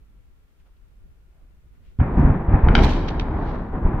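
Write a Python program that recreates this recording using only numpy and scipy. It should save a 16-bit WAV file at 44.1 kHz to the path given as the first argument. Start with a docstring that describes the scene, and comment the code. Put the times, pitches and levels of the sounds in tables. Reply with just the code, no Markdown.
"""An open mine in light wind, where a row of charges fires on a far hillside.
After two quiet seconds the pressure waves arrive as a volley of thuds, each a push and a suction.
A quick group of charges merges into one boom, and the slopes scatter the volley into a rolling rumble.
Steep shocks ride on top as sharp cracks, and their echoes come back from the rock faces."""
import sys
import numpy as np
from scipy import signal
from scipy.fft import rfft, irfft
from scipy.io import wavfile
from scipy.ndimage import uniform_filter1d, minimum_filter1d

SR = 44100
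rng = np.random.default_rng(int(sys.argv[2]) if len(sys.argv) > 2 else 0)


def generate_wav(signal):
    """Clip the signal to [-1, 1] and save it as 16-bit WAV at the path in sys.argv[1]."""
    frames = np.transpose(np.atleast_2d(signal))
    scaled = np.clip(frames, -1, 1) * 32767
    pcm = np.round(scaled).astype(np.int16)
    wavfile.write(sys.argv[1], SR, pcm)


N = 176400
TIME = np.arange(N) / SR
FREQS = np.fft.rfftfreq(N, 1 / SR)


def amp(db):
    """Decibels to gain."""
    return 10 ** (np.asarray(db) / 20)


def unit(x):
    """Scales to rms 1."""
    return x / np.sqrt(np.mean(x ** 2) + 1e-20)


def read(points, hz):
    """Reads a spectrum on a log-frequency axis."""
    f, value = np.transpose(points)
    return np.interp(np.log(hz + 1), np.log(f), value)


def curve(points, column=1):
    """Reads one column of a time curve at every sample."""
    rows = np.transpose(points)
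    return np.interp(TIME, rows[0], rows[column])


def pan(db):
    """Stereo gains for a balance of left over right."""
    return amp(np.array([[.5], [-.5]]) * db)


def add(mix, start_s, sound):
    """Mixes a sound in at a time."""
    part = mix[..., round(start_s * SR):][..., :sound.shape[-1]]
    part += sound[..., :part.shape[-1]]


def lumps(depth_db, length_s):
    """A random gain that wanders on a given time scale."""
    slow = irfft(rfft(rng.standard_normal(N)) * np.exp(-(FREQS * length_s) ** 2), N)
    return unit(amp(depth_db * unit(slow)))


def convolve(x, response):
    """Plays a sound through a response."""
    return signal.fftconvolve(np.atleast_2d(x), np.atleast_2d(response), axes=1)[:, :N]


def coloured(x, colour, size=2048):
    """Minimum-phase EQ, so that fronts stay sharp."""
    log_gain = np.log(amp(read(colour, abs(np.fft.fftfreq(size, 1 / SR)))))
    spectrum = np.exp(np.conj(signal.hilbert(log_gain)))
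    return convolve(x, np.fft.ifft(spectrum).real)


# Stereo width of the hillside. Each row: frequency in Hz, side over mid in dB.
HILL_WIDTH = [(30, -26), (70, -23.5), (125, -22.5), (250, -21.5), (500, -7), (1000, -9), (2000, -3),
              (4000, -0.5), (15000, 7)]
# Its balance. Each row: frequency in Hz, left over right in dB.
HILL_LEAN = [(60, 0.65), (250, -.5), (600, 0.1), (1400, 1.2), (3000, 4.1), (7000, -0.5), (15000, -5)]
def noise(colour, width=HILL_WIDTH, lean=HILL_LEAN):
    """Diffuse stereo noise at rms 1: narrow in the bass, wide in the treble."""
    mid, side = rfft(rng.standard_normal((2, N)))
    share = amp(read(width, FREQS))
    pair = np.array([mid + share * side, mid - share * side]) / np.hypot(1, share)
    return unit(irfft(pair * pan(read(lean, FREQS)) * amp(read(colour, FREQS)), N))


# The whine's glide. Each row: time in seconds, pitch in Hz.
WHINE_PITCH = [(0, 1352), (.6, 1385), (1.3, 1425), (1.9, 1448), (4, 1470)]
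def whine():
    """A far, barely audible tone creeps upward."""
    return amp(-84) * np.sin(2 * np.pi * np.cumsum(curve(WHINE_PITCH)) / SR)


# Rustles. Each row: centre time in seconds, level in dB, spread in seconds, centre frequency in Hz.
RUSTLES = [(.605, -72, 0.011, 2900), (0.675, -71, 0.021, 890), (.668, -73, .008, 3100),
           (.77, -76, .006, 3300), (1.388, -71, 0.057, 700), (1.76, -72.5, 0.017, 1800),
           (1.88, -69, 0.038, 2720)]
def rustles():
    """Faint, soft-edged puffs of noise close by."""
    out = np.zeros((2, N))
    for at, db, spread, hz in RUSTLES:
        swell = np.exp(-((TIME - at) / spread) ** 2 / 2)
        out += amp(db) * swell * noise([(hz / 5, -12), (hz, 0), (hz * 2, -14), (hz * 6, -32)])
    return out


# Gusts. Each row: time in seconds, level in dB.
GUSTS = [(0, -47.5), (.38, -54), (.5, -55.5), (.68, -52.5), (.8, -54.5), (1.0, -49), (1.12, -47),
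         (1.25, -53), (1.5, -48), (1.7, -50), (1.85, -44.5), (4, -56)]
# Tone of the wind and of the still air. Each row: frequency in Hz, relative level in dB.
WIND_EQ = [(12, -9.5), (30, -2.5), (46, 0.5), (65, -6.5), (100, -17.5), (160, -22), (300, -30.5),
           (600, -39), (2000, -69.5)]
AIR_EQ = [(100, -8), (380, -3), (600, -11), (1200, -9.5), (2500, -14), (5000, -23), (9000, -25.5),
          (15000, -25)]
# Stereo width of both. Each row: frequency in Hz, side over mid in dB.
BED_WIDTH = [(60, -4), (150, -5.5), (380, -6.5), (950, 0), (2380, 1), (5980, 1.5), (15000, -1)]
# Their balance. Each row: frequency in Hz, left over right in dB.
BED_LEAN = [(60, 0), (150, -2.5), (380, 0.5), (950, -0.5), (2380, 1.0), (5980, -0.5), (15000, 2.5)]
def wind():
    """Light wind buffets the microphone over the steady hush of the air."""
    gusts = amp(curve(GUSTS)) * noise(WIND_EQ, BED_WIDTH, BED_LEAN)
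    gusts *= lumps(depth_db=-1.5, length_s=0.043)
    return gusts + amp(-69.5) * noise(AIR_EQ, BED_WIDTH, BED_LEAN)


# Swells of the roll. Each row: time in seconds, bass level in dB, mid level in dB.
ROLL_LEVELS = [(1.987, -52, -57), (2.003, -29.5, -34), (2.06, -24, -34), (2.15, -22, -34.5),
               (2.2, -20, -29.5), (2.3, -19, -30), (2.38, -24.5, -35), (2.47, -26, -37), (2.55, -19, -28.5),
               (2.62, -24, -31), (2.72, -15, -31.5), (2.82, -13, -27), (2.94, -20, -33.5),
               (3.1, -23.5, -35.5), (3.28, -24.5, -35.5), (3.37, -22, -34), (3.55, -25, -35.5),
               (3.72, -31.5, -42.5), (3.745, -24, -34), (3.82, -26, -40), (3.87, -21.5, -34),
               (4.0, -26.5, -36)]
# Tone of its two layers. Each row: frequency in Hz, relative level in dB.
BASS_EQ = [(12, -14.5), (28, 6.5), (60, 0.5), (120, -6.5), (200, -7.5), (290, -9), (420, -13.5),
           (650, -23.5), (1500, -79)]
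MIDS_EQ = [(150, -17.5), (350, -3), (550, 0), (750, 8), (1000, 6.5), (1300, -1.5), (1800, -5.5),
           (2300, -16), (2900, -26), (3600, -30.5), (4500, -46), (7000, -76), (16000, -92)]
def rumble(fade_in_s=.008):
    """The slopes return the volley as a lumpy bass roll with a dull roar above it."""
    flutter = lumps(depth_db=1.2, length_s=.005)
    bass = amp(curve(ROLL_LEVELS, column=1)) * noise(BASS_EQ)
    roar = amp(curve(ROLL_LEVELS, column=2)) * noise(MIDS_EQ) * flutter
    clumps = lumps(depth_db=0.5, length_s=0.031)  # echoes arrive in clumps
    first_wave_s = BLAST_WAVES[0][0]
    fade_in = np.sin(np.pi / 2 * np.clip((TIME - first_wave_s) / fade_in_s, 0, 1)) ** 2
    return (bass + roar) * clumps * fade_in


# Slaps off the rock. Each row: peak time in seconds, level in dB, rise and fall time constants
# in seconds, left over right in dB, treble shelf in dB.
ROCK_ECHOES = [(2.841, -27.5, 0.0083, .012, -11.5, 8), (2.905, -36.5, 0.07, 0.064, -4.5, 4),
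               (3.087, -30, 0.0044, 0.006, -6, -22), (3.102, -42, .003, 0.011, 0, -6),
               (3.1976, -24, 0.00075, .0025, -5.5, -29), (3.2095, -38.5, .001, 0.009, 1, -31),
               (3.491, -51.5, 0.077, 0.085, -3, -24.5)]
# Their tone before the shelf. Each row: frequency in Hz, relative level in dB.
ECHO_EQ = [(500, -22.5), (1500, -1), (2500, -1), (3200, -1.5), (4200, -3.5), (5000, -13), (5800, -11.5),
           (7000, -21.5), (9000, -35.5), (15000, -41)]
def echoes():
    """Rock faces throw the cracks back, smeared into bright bursts of noise."""
    out = np.zeros((2, N))
    for at, db, rise, fall, pan_db, shelf_db in ROCK_ECHOES:
        colour = [(hz, level + shelf_db * np.clip((hz - 5500) / 4000, 0, 1)) for hz, level in ECHO_EQ]
        envelope = np.exp(-np.maximum((at - TIME) / rise, (TIME - at) / fall))
        out += amp(db) * pan(pan_db) * envelope * noise(colour)
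    return out * lumps(depth_db=2.5, length_s=0.0022)


# Tone of the near reflections and of the valley tail. Each row: frequency in Hz, relative level in dB.
NEAR_EQ = [(300, 2.5), (2000, -0.5), (3200, -2.5), (4500, 2.5), (8000, 1.5), (14000, 2.5)]
VALLEY_EQ = [(300, 4), (1500, -6), (3200, -3), (4500, 8), (6000, 7), (9000, -0.5), (14000, -1.5)]
# The valley's decay. Each row: frequency in Hz, seconds to fall by 60 dB.
VALLEY_T60 = [(300, 0.98), (2000, 1.6), (4000, 1.3), (6000, 1), (9000, 2.1), (15000, 1.8)]
def reverb():
    """The mine's answer to a crack: a quick splash, near reflections and a long valley tail."""
    hz, age, bands = signal.stft(noise(VALLEY_EQ), SR, nperseg=256)
    bands = bands * amp(-60 * age / read(VALLEY_T60, hz)[:, None])
    valley = unit(signal.istft(bands, SR, nperseg=256)[1][:, :N]) * pan(db=-3.0)
    splash = tail([(20, 0), (20000, 0)], t60_s=.02)
    near = tail(NEAR_EQ, t60_s=0.35)
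    response = (splash + amp(-3) * near + amp(-2.5) * valley) / np.sqrt(N)
    return response * lumps(depth_db=1.0, length_s=0.012)


def tail(colour, t60_s):
    """Scattered reflections that die away, at rms 1."""
    return unit(noise(colour) * amp(-60 * TIME / t60_s))


# Crack hits. Each row: start in seconds, level in dB, left over right in dB, treble cut-off in Hz.
CRACK_HITS = [(2.002, -5, 0, 850), (2.5385, -10, 0, 800), (2.6862, 0, 3.5, 1700), (2.7524, 6, 3, 6000),
              (2.7665, -7, 0, 5000), (2.7795, -8, 2, 3500), (2.7895, -3, 2, 3000)]
# Their bite. Each row: frequency in Hz, gain in dB.
CRACK_EQ = [(100, -12), (500, -5), (950, 1), (1500, 1), (2150, 3), (2750, 0), (3300, 2), (3900, -5),
            (4600, -10), (5700, -10), (7000, -22), (9500, -22), (15000, -25)]
def cracks(shock_s=.00022, bounce_s=.0013, bounce_db=-5):
    """Steep shocks, each doubled by a ground bounce, ring out across the valley."""
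    t, shocks = np.arange(0, .01, 1 / SR), np.zeros((2, N))
    front = (1 - t / shock_s) * np.exp(-t / shock_s)
    for start, db, pan_db, top_hz in CRACK_HITS:
        lowpass = signal.butter(2, top_hz, fs=SR)
        shock = amp(db) * pan(pan_db) * signal.lfilter(*lowpass, front)
        add(shocks, start, shock)
        add(shocks, start + bounce_s, amp(bounce_db) * shock)
    direct = coloured(shocks, CRACK_EQ)
    return direct + convolve(direct, reverb())


# Tone of the boom's body and of its grit. Each row: frequency in Hz, relative level in dB.
BOOM_EQ = [(40, -22.5), (90, -13.5), (135, 7), (200, 2.5), (290, -3.5), (400, -23), (900, -76.5)]
GRIT_EQ = [(1500, -18), (3500, 0), (4800, -8), (6200, -4.5), (7500, -13.5), (9500, -37.5), (15000, -42)]
def boom(at_s=2.18, rise_s=0.0079, hold_s=0.097, fall_s=0.074, grit_at_s=2.198, grit_fade_s=.016):
    """Charges too close together to tell apart merge into one boom, with a short gritty hiss on top."""
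    age = TIME - at_s
    envelope = np.exp(np.minimum(0, np.minimum(age / rise_s, (hold_s - age) / fall_s)))
    grit = np.exp(-abs(TIME - grit_at_s) / grit_fade_s) * noise(GRIT_EQ)
    grit *= lumps(depth_db=-1, length_s=0.00183)
    return amp(-17.5) * envelope * noise(BOOM_EQ) + amp(-59) * grit


# The volley. Each row: arrival in seconds, level in dB, length of the push in seconds.
BLAST_WAVES = [(1.9879, -12.5, 0.0033), (1.996, -5, 0.0067), (2.013, -2, 0.0035), (2.173, -6.5, 0.0032),
               (2.194, -4, 0.0039), (2.210, -4.5, 0.0039), (2.248, -4, 0.0086), (2.266, -9.5, 0.004),
               (2.300, -5, .006), (2.483, -6, 0.0062), (2.516, -7.5, 0.0053), (2.5365, 0, 0.0076),
               (2.635, 0.5, 0.0086), (2.67, -2, 0.0092), (2.683, -5, .008), (2.707, -0.5, 0.0051),
               (2.773, -2.5, 0.0096), (2.815, -5.5, 0.0041), (2.841, -9, 0.0083), (2.859, -6.5, 0.0068),
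               (3.85, -5.5, 0.01), (3.861, -14, 0.012), (3.940, -12.5, 0.0043)]
# Tone of the ground scatter. Each row: frequency in Hz, relative level in dB.
SCATTER_EQ = [(20, -15.5), (60, -4), (130, 14.5), (280, -1.5), (500, -9.5), (900, -8), (1600, -16),
              (2500, -21.5), (4000, -85), (8000, -82)]
def blasts(air_hz=320, low_cut_hz=12, scatter_db=-20, scatter_t60_s=0.43):
    """Each charge sends a push and a suction, and the ground along the path smears the wave."""
    t, waves, scatter_energy = np.arange(0, .15, 1 / SR), np.zeros(N), np.zeros(N)
    air = signal.butter(2, air_hz, fs=SR)  # distance rounds the front
    low_cut = signal.butter(1, low_cut_hz, "high", fs=SR)  # the microphone loses the deepest part
    smear = amp(-60 * TIME / scatter_t60_s) * (1 - np.exp(-TIME / 0.0027))
    for start, db, push_s in BLAST_WAVES:
        push = np.sin(np.pi * np.clip(t / push_s, 0, 1))
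        suction = 0.37 * np.sin(np.pi * np.clip((t / push_s - 1) / 1.275, 0, 1))  # weaker and longer
        thud = signal.lfilter(*low_cut, signal.lfilter(*air, push - suction))
        add(waves, start, amp(db) * thud)
        add(scatter_energy, start, (amp(db) * smear) ** 2)
    return waves + amp(scatter_db) * np.sqrt(scatter_energy) * noise(SCATTER_EQ)


def scene():
    """The quiet outdoor bed, with the volley and its echoes on top."""
    bed = wind() + rustles() + whine()
    return bed + blasts() + boom() + rumble() + cracks() + echoes()


def record(dry, ceiling=.9, top_hz=15550):
    """A fast limiter holds the loudest peaks, then a steep low-pass trims the top."""
    needed_gain = ceiling / np.maximum(abs(dry), ceiling)
    held_gain = minimum_filter1d(needed_gain, size=41)
    gain = uniform_filter1d(uniform_filter1d(held_gain, size=21), size=21)
    return signal.sosfilt(signal.ellip(12, .1, 90, top_hz, fs=SR, output="sos"), dry * gain)


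dry = scene()
out = record(dry)
generate_wav(out)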